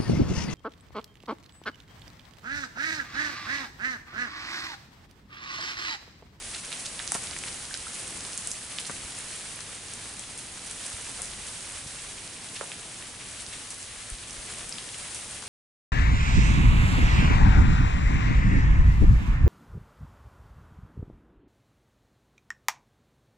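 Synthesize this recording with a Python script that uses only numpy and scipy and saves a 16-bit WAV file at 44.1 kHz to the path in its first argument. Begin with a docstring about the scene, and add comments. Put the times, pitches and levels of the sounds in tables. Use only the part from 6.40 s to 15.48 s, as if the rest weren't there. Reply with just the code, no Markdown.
"""A bare wood in freezing rain: countless drops hiss and patter on iced twigs and dead leaves.
Each hit is a tiny, fast-fading pulse; the far ones blur into noise. Near drops tick sharply amid short
bursts of spray, a few heavy ones knock on wood, others set a twig ringing, and the trunks scatter these
near sounds. Underneath lie a distant rumble, a faint hum, and light air and bumps on the microphone."""
import sys
import numpy as np
from scipy import signal
from scipy.fft import rfft, irfft, next_fast_len
from scipy.io import wavfile
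from scipy.ndimage import map_coordinates

SR = 44100
rng = np.random.default_rng(int(sys.argv[2]) if len(sys.argv) > 2 else 0)


def store_pcm(level_fs):
    """Save levels as 16-bit WAV."""
    pcm = np.round(np.clip(level_fs, -1, 1) * 32767).astype(np.int16)
    wavfile.write(sys.argv[1], SR, np.atleast_2d(pcm).T)


N = 400428

# Slow changes. Pan is left minus right, so a positive pan leans left.
RAIN_STRENGTH = [(0.0, -39.5), (0.93, -39.5), (1.06, -39.5), (1.97, -38.5), (2.2, -40.5), (2.63, -39),
                 (3.19, -39.5), (3.84, -43), (4.81, -38.5), (4.98, -40.5), (5.99, -42), (6.22, -41),
                 (6.45, -43.5), (6.65, -43.5), (7.23, -40.5), (7.66, -43.5), (8.52, -40), (9.08, -40)]  # how hard it rains: t/s, level/dB
RAIN_PAN = [(0, -0.3), (2.5, -.4), (5, -1), (6.5, 0), (7.3, 0.5), (9.08, .6)]  # the rain leans slightly right, later left: t/s, pan/dB
RUMBLE_STRENGTH = [(0.0, -53.5), (0.88, -51.5), (3.72, -53.5), (9.08, -53.5)]  # rise and fall of the rumble: t/s, level/dB
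AIR_STRENGTH = [(0, -57.5), (3.3, -60.5), (3.8, -58.5), (4.5, -59.5), (4.9, -53), (5.5, -57), (6.2, -62.5),
                (7.4, -58.5), (7.9, -56.5), (9.08, -62)]  # rise and fall of the moving air: t/s, level/dB

# The tone of each noise, and how the wood spreads sound.
ICE_TONE = [(2000, -40), (4000, -9), (6000, -1.5), (7500, 1), (8800, 5), (9700, 4), (10500, 1.5),
            (11200, -10)]  # hiss on ice: f/Hz, level/dB
LEAF_TONE = [(200, -21), (500, -2), (1000, -2.5), (1700, 0.5), (3000, 1.5), (4500, 0), (7000, -3),
             (11000, -18)]  # patter on leaves: f/Hz, level/dB
RUMBLE_TONE = [(30, -31), (80, -3), (130, -0.5), (220, -1), (350, -4.5), (600, -8), (1200, -11.5),
               (3000, -44)]  # distant rumble: f/Hz, level/dB
AIR_TONE = [(10, -22), (25, -6), (50, -5), (80, -5), (130, -17), (300, -38)]  # air on the microphone: f/Hz, level/dB
EAR_LIKENESS = [(60, .98), (250, 0.95), (500, 0.83), (1000, 0.68), (2200, 0.56), (4500, 0.5), (8500, 0.8),
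                (11000, 0.78)]  # how alike left and right are: f/Hz, likeness (1 = the same)
ECHO_FADE = [(200, 0.13), (2000, 0.24), (10000, 0.49)]  # echo from the trunks: f/Hz, time to fade by 60 dB/s

# short bursts of spray, some alone, some just after a drop's tick or knock: t/s, level/dB, f/Hz
SPRAY_BURSTS = [(.134, -31.5, 2800), (.18, -27, 5470), (0.233, -32, 3000), (.324, -31, 3000),
                (0.391, -24, 7560), (.449, -23, 5460), (0.739, -16, 7400), (0.924, -30.5, 2500),
                (1.07, -29, 3500), (1.541, -24, 8500), (2.103, -22, 8800), (2.396, -21, 8950),
                (2.462, -22.5, 7550), (2.79, -36.5, 2400), (3.98, -24.5, 8800), (4.26, -25.5, 9000),
                (4.457, -23, 9200), (4.785, -37, 1100), (4.825, -25, 8500), (5.468, -27, 6000),
                (6.155, -25, 3750), (6.224, -36, 1000), (6.802, -33.5, 2700), (7.124, -30, 3200),
                (7.306, -27, 7500), (8.747, -26, 6500)]
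NEAR_DROPS = [(.148, -20.5, 3800, -6), (.3196, -23, 3320, -11), (0.328, -17.5, 3270, -4),
              (0.4644, -17.5, 5100, -4), (.5933, -17, 3400, -6), (0.5998, -22.5, 1650, -3),
              (.6768, -11.5, 5800, -5), (.7201, -6, 8600, 0), (0.872, -22, 4100, -9),
              (.9111, -18, 4600, -5), (.965, -24, 2000, -5), (.9883, -18, 7200, -7),
              (1.038, -21.5, 2350, -5), (1.0839, -23, 5000, 2), (1.342, -13.5, 4570, -6),
              (1.3745, -19, 7850, -4), (1.6787, -19, 8300, -4), (1.8073, -20, 5850, -6),
              (1.8508, -20, 4650, -3), (1.9328, -21.5, 5750, -13), (1.9768, -12, 8000, -3),
              (2.0733, -11.5, 8400, -1), (2.1159, -13.5, 7250, -3), (2.3859, -13, 3300, -3),
              (2.4547, -21.5, 4200, -3), (2.7885, -19, 8500, -2), (3.2066, -20, 5600, 7),
              (3.5371, -18.5, 8000, 3), (3.795, -19, 7750, 10), (3.9775, -20.5, 8900, 1),
              (4.3124, -18.5, 8400, 2), (4.8196, -13.5, 8800, 6), (6.3183, -20.5, 2700, -4),
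              (7.0648, -21.5, 5000, -7), (7.306, -19, 8600, 3), (7.702, -18.5, 9000, 3),
              (8.063, -22, 8900, -3), (8.2936, -21, 8800, 23), (8.3842, -20, 3220, 3),
              (8.5447, -25, 2760, 1), (8.747, -18, 8560, 1)]  # drops that tick close by: t/s, level/dB, f/Hz, pan/dB
# big drops on wood: t/s, level/dB, slap f/Hz, wood f/Hz, splatter level/dB, pan/dB
HEAVY_DROPS = [(.7197, -20, 1400, 810, -41, 0), (.7505, -22, 845, 180, -27, 0),
               (2.4972, -20, 1060, 160, -33, 9), (6.2111, -18, 1100, 485, -43, -10)]
TWIG_HITS = [(1.31, -31.5, 1620), (1.348, -34.5, 1600), (1.468, -31.5, 1360), (7.908, -26, 5930),
             (8.3252, -21.5, 5100)]  # drops that set a thin twig ringing: t/s, level/dB, f/Hz
SOFT_BUMPS = [(2.645, -39, 65), (4.539, -36, 70), (5.461, -34, 106), (7.72, -28.5, 38), (7.981, -39, 40),
              (8.235, -43, 42)]  # air and hand on the microphone: t/s, level/dB, f/Hz

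TOP_HZ = 11150  # upper limit of the treble


def amp(db):
    """Turn decibels into a number to multiply by."""
    return 10 ** (np.asarray(db) / 20)


def unit(x):
    """Scale x to an average (rms) level of 1."""
    return x / np.sqrt(np.mean(x ** 2) + 1e-20)


def at_pitch(table, hz):
    """Read a table of (f/Hz, value) between its rows, on a log pitch scale."""
    pitches, values = np.transpose(table)
    return np.interp(np.log(hz + 1), np.log(pitches + 1), values)


def over_time(table):
    """Turn a table of (t/s, value) into one value per sample."""
    return np.interp(np.arange(N) / SR, *np.transpose(table))


def wobble(rate):
    """A smooth curve through `rate` random points a second."""
    return map_coordinates(rng.standard_normal(int(N * rate / SR) + 4), [np.arange(N) * rate / SR])


def filtered(x, gain):
    """Turn each frequency in x up or down by gain(hz)."""
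    size = next_fast_len(N + SR // 2)
    return irfft(rfft(x, size) * gain(np.fft.rfftfreq(size, 1 / SR)), size)[..., :N]


def rush(tone):
    """Noise from all around: one part is shared by both ears, the other is opposite in each."""
    def gain(hz):
        width = np.arccos(np.clip(at_pitch(EAR_LIKENESS, hz), -1, 1)) / 2
        return amp(at_pitch(tone, hz)) * [np.cos(width), np.sin(width)]
    shared, opposite = filtered(rng.standard_normal((2, N)), gain)
    return unit(np.array([shared + opposite, shared - opposite]))


def impacts(t, db, hz, cycles, pan_db, size):
    """Each hit swells for `cycles` waves of its pitch, then dies away; it is `size` samples long."""
    t, db, hz, cycles, pan_db = [v[:, None] for v in np.broadcast_arrays(t, db, hz, cycles, pan_db)]
    samples = np.maximum(t * SR, 0).astype(int) + np.arange(size)
    age = np.maximum(samples / SR - t, 0) * hz / cycles  # 1 at the top of the swell
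    turn = 2 * np.pi * cycles
    # the arctan shift balances push and pull, so a hit moves no air overall
    pulse = amp(db) * age * np.exp(1 - age) * np.sin(turn * age - 2 * np.arctan(turn))
    left = 2 / (1 + amp(-pan_db))
    return np.array([np.bincount(samples.ravel(), (pulse * g).ravel(), N)[:N] for g in (left, 2 - left)])


def ring_cycles(hz):
    """Wood gives a hollow tap, wet leaves a dead snap; the highest ticks, near 9 kHz, ring a little."""
    return at_pitch([(2200, 0.48), (4000, 0.37), (5800, 0.37), (8500, 0.78)], hz)


def shower(count, pitch_hz, spread, scatter_db, closest):
    """Drops land at random moments, most of them far and faint, a few closer."""
    when, area = rng.random((2, count))
    pitch, side = rng.standard_normal((2, count))
    hz = np.clip(pitch_hz * np.exp(spread * pitch), 200, TOP_HZ)
    # a soft landing spreads the same energy over a longer, lower pulse
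    db = -scatter_db * np.log(area + closest) + 10 * np.log10(hz / pitch_hz)
    return unit(impacts(when * N / SR, db, hz, ring_cycles(hz), 5.8 * side, size=96))


def rain():
    """Far drops blur into hiss; closer ones stand out as tiny taps and come in flurries."""
    strength_db = over_time(RAIN_STRENGTH)
    mean_db = strength_db.mean()
    ice_db = strength_db - 2 + 0.3 * wobble(7.3)
    leaf_db = mean_db - 3.5 + 0.57 * (strength_db - mean_db)  # the leaves swing less than the ice
    flurry = 0.6 * wobble(9) + 0.7 * wobble(35)
    hiss = amp(ice_db + 1.1 * flurry) * rush(ICE_TONE) + amp(leaf_db + 0.85 * flurry) * rush(LEAF_TONE)
    fizz_gain = amp(ice_db - 7.5 + 2 * flurry + 1.9 * wobble(50))
    fizz = fizz_gain * shower(14000, pitch_hz=8600, spread=0.045, scatter_db=4.5, closest=0.006)
    patter_gain = amp(leaf_db - 6.5 + flurry + 1.84 * wobble(40))
    patter = patter_gain * shower(9000, pitch_hz=2850, spread=0.44, scatter_db=4, closest=0.029)
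    # a thin fall of pellets prickles on the nearest twigs
    prickle = amp(ice_db - 12.5) * shower(420, pitch_hz=6960, spread=0.19, scatter_db=5.5, closest=0.045)
    pan_db = over_time(RAIN_PAN)
    return (hiss + fizz + patter + prickle) * amp([pan_db / 2, -pan_db / 2])


def hum(hz=112.2, db=-63):
    """One faint, low note that wavers in loudness and pitch."""
    loudness = 1 + 0.24 * wobble(5)
    phase = 2 * np.pi * hz * np.arange(N) / SR + 1.06 * wobble(12)
    return amp(db) * unit(loudness * np.sin(phase))


def rumble():
    """Low noise from far away that gently rises and falls."""
    return amp(over_time(RUMBLE_STRENGTH) + 1.5 + 0.9 * wobble(3.5)) * rush(RUMBLE_TONE)


def moving_air():
    """Light air pushes unevenly on the microphone and makes a deep flutter."""
    return amp(over_time(AIR_STRENGTH) + 2.5 + 1.3 * wobble(6.3)) * rush(AIR_TONE)


def sprays(t, db, pitch_hz, count=110, spread=0.29, flight_s=0.017):
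    """A bursting drop throws fine droplets that land close together, then thin out and fade."""
    t, db, pitch_hz = np.repeat([t, db, pitch_hz], count, axis=1)
    x, y, pitch, loudness, side = rng.standard_normal((len(t), 5)).T
    distance = 0.55 * np.hypot(x, y)
    hz = np.clip(pitch_hz * np.exp(spread * pitch), 100, TOP_HZ)
    droplet_db = db - 9.5 - 3 * distance + loudness
    return impacts(t + flight_s * distance, droplet_db, hz, ring_cycles(hz), 4 * side - 1.5, size=384)


def trunk_echo(sound):
    """The trunks scatter a sound into a thin tail whose low notes die first."""
    hz, t, noise = signal.stft(rng.standard_normal((2, SR // 2)), SR, nperseg=256)
    fade = amp(-60 * t / at_pitch(ECHO_FADE, hz)[:, None])
    tail = signal.istft(noise * fade, SR, nperseg=256)[1]
    return signal.fftconvolve(sound, tail / np.linalg.norm(tail[0]), axes=1)[:, :N]


def ticks(drops, echo_count=10, echo_s=0.0017):
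    """A near drop makes a sharp pulse and a little spray; twigs and leaves echo it almost at once."""
    t, db, hz, pan_db = drops.T
    start = t - ring_cycles(hz) / hz
    pulse = impacts(start, db + 0.6, hz, ring_cycles(hz), pan_db, size=256)
    spray = sprays(t, db - 14.5, 1.15 * hz, count=60)
    crack = impacts(start - 0.0002, db - 7, hz=4500, cycles=0.083, pan_db=pan_db, size=64)  # first touch
    t, db, hz, pan_db = np.repeat(drops, echo_count, axis=0).T
    x, y, side = rng.standard_normal((len(t), 3)).T
    path = 0.18 + (x ** 2 + y ** 2) / 2  # a longer path makes a later, fainter echo
    echoes = impacts(t + echo_s * path, db - 16 - 1.9 * path, hz, ring_cycles(hz), pan_db + 5 * side, 256)
    return pulse + spray + crack + echoes


def stray_drops(count=26, pitch_hz=5700):
    """Rows like NEAR_DROPS for random drops a little farther off, louder when it rains harder."""
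    t = rng.random(count) * N / SR
    loudness, pitch, side = rng.standard_normal((count, 3)).T
    when, strength_db = np.transpose(RAIN_STRENGTH)
    db = -25.5 + 0.5 * loudness + np.interp(t, when, strength_db - strength_db.mean())
    hz = np.minimum(pitch_hz * np.exp(0.4 * pitch), TOP_HZ)
    return np.column_stack([t, db, hz, 4 * side])


def knocks(slap_cycles=0.27, thud_swell_s=0.0011, bounce_s=0.0066):
    """A heavy drop slaps the wood, which thuds; the drop bounces once amid a dull splatter."""
    t, db, slap_hz, wood_hz, splatter_db, pan_db = np.transpose(HEAVY_DROPS)
    slap = impacts(t, db, slap_hz, slap_cycles, pan_db, size=512)
    thud = impacts(t + 0.0011, db - 9.5, wood_hz, thud_swell_s * wood_hz, pan_db=0, size=2048)
    bounce = impacts(t + bounce_s, db - 12.5, 0.56 * slap_hz, slap_cycles, pan_db, size=512)
    splatter = sprays(t - 0.006, splatter_db, 1.66 * slap_hz, spread=0.54)
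    return slap + thud + bounce + splatter


def twig_pings():
    """A thin twig, struck by a drop, rings briefly on one note."""
    return impacts(*np.transpose(TWIG_HITS), cycles=1.6, pan_db=-2, size=1024)


def bumps():
    """Air or a hand gives the microphone a slow, soft push, the same on both sides."""
    return impacts(*np.transpose(SOFT_BUMPS), cycles=0.3, pan_db=0, size=8192)


def scene():
    """Near drops and their echoes in the steady rain, with the low sounds underneath."""
    drops = np.vstack([NEAR_DROPS, stray_drops()])
    near = ticks(drops) + knocks() + twig_pings() + sprays(*np.transpose(SPRAY_BURSTS))
    return near + amp(-4.5) * trunk_echo(near) + rain() + hum() + rumble() + moving_air() + bumps()


def record(dry):
    """Cut away the treble above TOP_HZ."""
    return filtered(dry, lambda hz: 1 / np.sqrt(1 + (hz / TOP_HZ) ** 400))


dry = scene()
out = record(dry)
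store_pcm(out)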